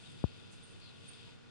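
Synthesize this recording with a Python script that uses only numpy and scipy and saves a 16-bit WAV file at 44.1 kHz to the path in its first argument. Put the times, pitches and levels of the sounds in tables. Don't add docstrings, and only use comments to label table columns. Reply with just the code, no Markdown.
import sys
import numpy as np
from scipy import signal
from scipy.fft import rfft, irfft
from scipy.io import wavfile

SR = 44100
rng = np.random.default_rng(int(sys.argv[2]) if len(sys.argv) > 2 else 0)


def wav_record(signal):
    frames = np.transpose(np.atleast_2d(signal))
    bounded = np.clip(frames, -1, 1)
    quanta = np.round(bounded * 32767).astype(np.int16)
    wavfile.write(sys.argv[1], SR, quanta)


N = 66150
T, HZ = np.arange(N) / SR, np.fft.rfftfreq(N, 1 / SR)


def amp(db):
    return 10 ** (np.asarray(db) / 20)


def unit_rms(x):
    return x / np.sqrt(np.mean(x ** 2) + 1e-30)


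def over_hz(table):
    hz, *columns = np.transpose(table)
    return np.array([np.interp(np.log(HZ + 1), np.log(hz + 1), c) for c in columns])


def over_time(table):
    time_s, *columns = np.transpose(table)
    return np.array([np.interp(T, time_s, c) for c in columns])


def swell(peak_s, half_s):
    return np.exp(-((T - peak_s) / half_s) ** 2)


def wander(span_s):
    return unit_rms(irfft(rfft(rng.standard_normal(N)) * np.exp(-(HZ * span_s) ** 2), N))


def noise_spectra(densities, coherence, right_lead_s=0):
    left, other = rfft(rng.standard_normal((2, N)))
    right = coherence * left + np.sqrt(1 - coherence ** 2) * other
    right *= np.exp(2j * np.pi * HZ * right_lead_s)
    return np.array([left, right]) * amp(over_hz(densities)) * np.sqrt(SR / 2)


def tone_phase(hz):
    return 2 * np.pi * (np.cumsum(hz * np.ones(N)) / SR + rng.random())


def noise_band(centre_hz, width_hz):
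    phase, span_s = tone_phase(centre_hz), 2 / width_hz
    sides = [wander(span_s) * np.cos(phase) + wander(span_s) * np.sin(phase) for side in "LR"]
    return np.array([unit_rms(side) for side in sides])


def yard_air():
    # frequency_hz, left_db_per_hz, right_db_per_hz
    air_spectrum = [(20, -88.5, -101), (45, -95, -102), (69.6, -86.5, -92), (94, -74, -76),
                    (133, -77.5, -75), (185, -80.5, -80.5), (220, -86, -84), (316, -90.5, -85.5),
                    (416, -88.5, -88.5), (652, -98, -95.5), (965, -100, -96), (1510, -99, -101),
                    (2140, -101, -102), (3600, -102, -105), (5700, -111, -109), (7900, -117, -115),
                    (10400, -123, -121)]
    # frequency_hz, coherence (-1..1)
    air_coherence = [(60, -0.62), (120, -.7), (260, -0.67), (540, -0.32), (1100, 0.2), (2300, 0.14),
                     (4800, 0.1)]
    # time_s, gain_db
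    rumble_gain = [(0, -1), (.12, 2.5), (.2, 0.5), (.4, 0.5), (.56, 2), (.66, -1.5), (.73, 3), (.8, -2),
                   (1.06, 0.5), (1.19, -3.5), (1.28, 2), (1.4, -4), (1.5, -1.5)]
    air = noise_spectra(air_spectrum, over_hz(air_coherence)[0])
    low_share = 1 / (1 + (HZ / 500) ** 4)
    rumble = irfft(air * low_share, N) * amp(over_time(rumble_gain))
    return irfft(air * (1 - low_share), N) + rumble


def distant_machine():
    orders = [4, 5, 20, 23, 24, 25, 28, 42, 45, 56, 61, 71]
    # left_db, right_db, right_lag_rad
    harmonics = [(-67, -64, 2.6), (-77, -70.5, 2.6), (-97, -81, .3), (-83, -84.5, 0.34), (-80, -75, 0.19),
                 (-77, -76, 0.26), (-88, -86.5, 0.27), (-76.5, -89.5, 0.31), (-82, -86.5, .4),
                 (-84, -89, .4), (-81.5, -85, 0.51), (-83, -90, 0.44)]
    motor_hz, motor_waver_hz = 59.0, 1.06
    fan_hz, fan_waver_hz, fan_db = 462.3, 3.3, [[-71], [-76]]
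    hum = amp(fan_db) * np.sin([tone_phase(fan_hz + fan_waver_hz * wander(0.057)) for side in "LR"])
    for order, (left_db, right_db, lag_rad) in zip(orders, harmonics):
        phase = tone_phase(order * motor_hz + motor_waver_hz * wander(0.11))
        hum += [amp(left_db) * np.sin(phase), amp(right_db) * np.sin(phase - lag_rad)]
    return np.sqrt(2) * hum


def rubbing():
    # frequency_hz, left_db_per_hz, right_db_per_hz
    hiss_spectrum = [(600, -115, -115), (1670, -104, -109), (2350, -98.5, -107), (2520, -91.5, -98.5),
                     (2700, -90.5, -98.5), (3010, -94, -100.5), (3360, -89.5, -96.5), (3570, -87, -100.5),
                     (3980, -97.5, -103), (4400, -97, -101), (4860, -97.5, -99), (5430, -108, -108),
                     (6860, -118, -116), (10100, -130, -124)]
    # time_s, gain_db
    hiss_gain = [(0, -0.5), (.04, -0.5), (.075, 2), (.15, -.5), (.24, 1.5), (.34, 0), (.42, -.5), (.52, -3),
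                 (.62, -2), (.72, -2), (.9, 0), (.97, -2), (1.06, 1), (1.14, 2), (1.28, 1.5), (1.33, -3),
                 (1.4, -10.5), (1.47, -10), (1.5, -5)]
    # frequency_hz, left_db_per_hz, right_db_per_hz
    fizz_spectrum = [(3000, -130, -120), (5300, -118, -110), (7000, -119, -105.5), (8160, -124, -104),
                     (8800, -127, -102), (9420, -130, -106), (10100, -132, -108)]
    # time_s, gain_db
    fizz_gain = [(0, 3), (.13, 1), (.21, -0.5), (.27, -5), (.4, -2), (.505, -5), (.522, 8.5), (.56, 1.5),
                 (.6, -2), (.68, 2), (.77, -2.5), (.94, -4.5), (1.02, -2.5), (1.08, 4.5), (1.17, -1),
                 (1.3, -3.5), (1.42, -14.5), (1.5, -13)]
    # peak_s, boost_db
    catches = [(.122, 5.2), (.802, 8.3)]
    hiss = irfft(noise_spectra(hiss_spectrum, coherence=0.5, right_lead_s=.0004), N)
    hiss *= amp(over_time(hiss_gain))
    catches_db = sum(boost_db * swell(peak_s, half_s=0.0045) for peak_s, boost_db in catches)
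    fizz = irfft(noise_spectra(fizz_spectrum, coherence=0), N)
    fizz *= amp(over_time(fizz_gain) + catches_db)
    grain_db = wander(span_s=.004)
    return (hiss + fizz) * amp(grain_db)


def swish():
    # time_s, centre_hz, level_db (before side_gain)
    stroke = [(.78, 4390, -83), (.815, 4434, -62), (.855, 4450, -57), (.9, 3980, -60), (.935, 3830, -73),
              (.97, 3550, -86)]
    side_gain = [
        [-1],
        [-5.5],
    ]
    centre_hz, level_db = over_time(stroke)
    return noise_band(centre_hz, width_hz=780) * amp(level_db) * amp(side_gain)


def scuffs():
    # peak_s, half_length_s, centre_hz, width_hz, left_db, right_db
    touches = [(.072, .018, 3700, 350, -58, -68), (1.286, .016, 940, 130, -71, -63),
               (1.277, .007, 3000, 1200, -59, -64)]
    return sum(noise_band(centre_hz, width_hz) * swell(peak_s, half_s) * amp([[left_db], [right_db]])
               for peak_s, half_s, centre_hz, width_hz, left_db, right_db in touches)


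def squeaks():
    # peak_s, half_length_s, level_db
    spurts = [(.639, .006, -56), (0.65, 0.0075, -59), (0.678, 0.011, -68), (0.715, 0.017, -66),
              (.866, .005, -67.5), (1.091, 0.0096, -48.5), (1.116, 0.0044, -60), (1.136, .006, -65),
              (1.162, .01, -68)]
    pitch_hz, waver_hz = 8806, 22.2
    tail_db, tail_s = -17.5, 0.028
    envelope = np.zeros(N)
    for peak_s, half_s, level_db in spurts:
        tail = amp(tail_db) * (T > peak_s) * np.exp(-abs(T - peak_s) / tail_s)
        envelope += amp(level_db) * np.maximum(swell(peak_s, half_s), tail)
    return np.sqrt(2) * envelope * np.sin(tone_phase(pitch_hz + waver_hz * wander(.006)))


def finger_bump():
    start_s, gain_db, top_hz = .2403, -14.5, 1080
    first_swing_s, decay_s, decay_curve = .00083, .0105, 1.3
    age_s = np.maximum(T - start_s, 0)
    swings = -np.sin(np.pi * np.sqrt(age_s / first_swing_s))
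    jolt = swings * np.exp(-(age_s / decay_s) ** decay_curve)
    return amp(gain_db) * signal.lfilter(*signal.butter(3, top_hz, fs=SR), jolt)


def scene():
    both_sides = yard_air() + distant_machine() + rubbing() + swish() + scuffs()
    return both_sides + np.array([finger_bump(), squeaks()])


def record(dry):
    edge_hz = 10540
    low_pass = signal.firwin(1023, edge_hz, window=("kaiser", 8), fs=SR)
    return signal.oaconvolve(dry, low_pass[None], "same")


dry = scene()
out = record(dry)
wav_record(out)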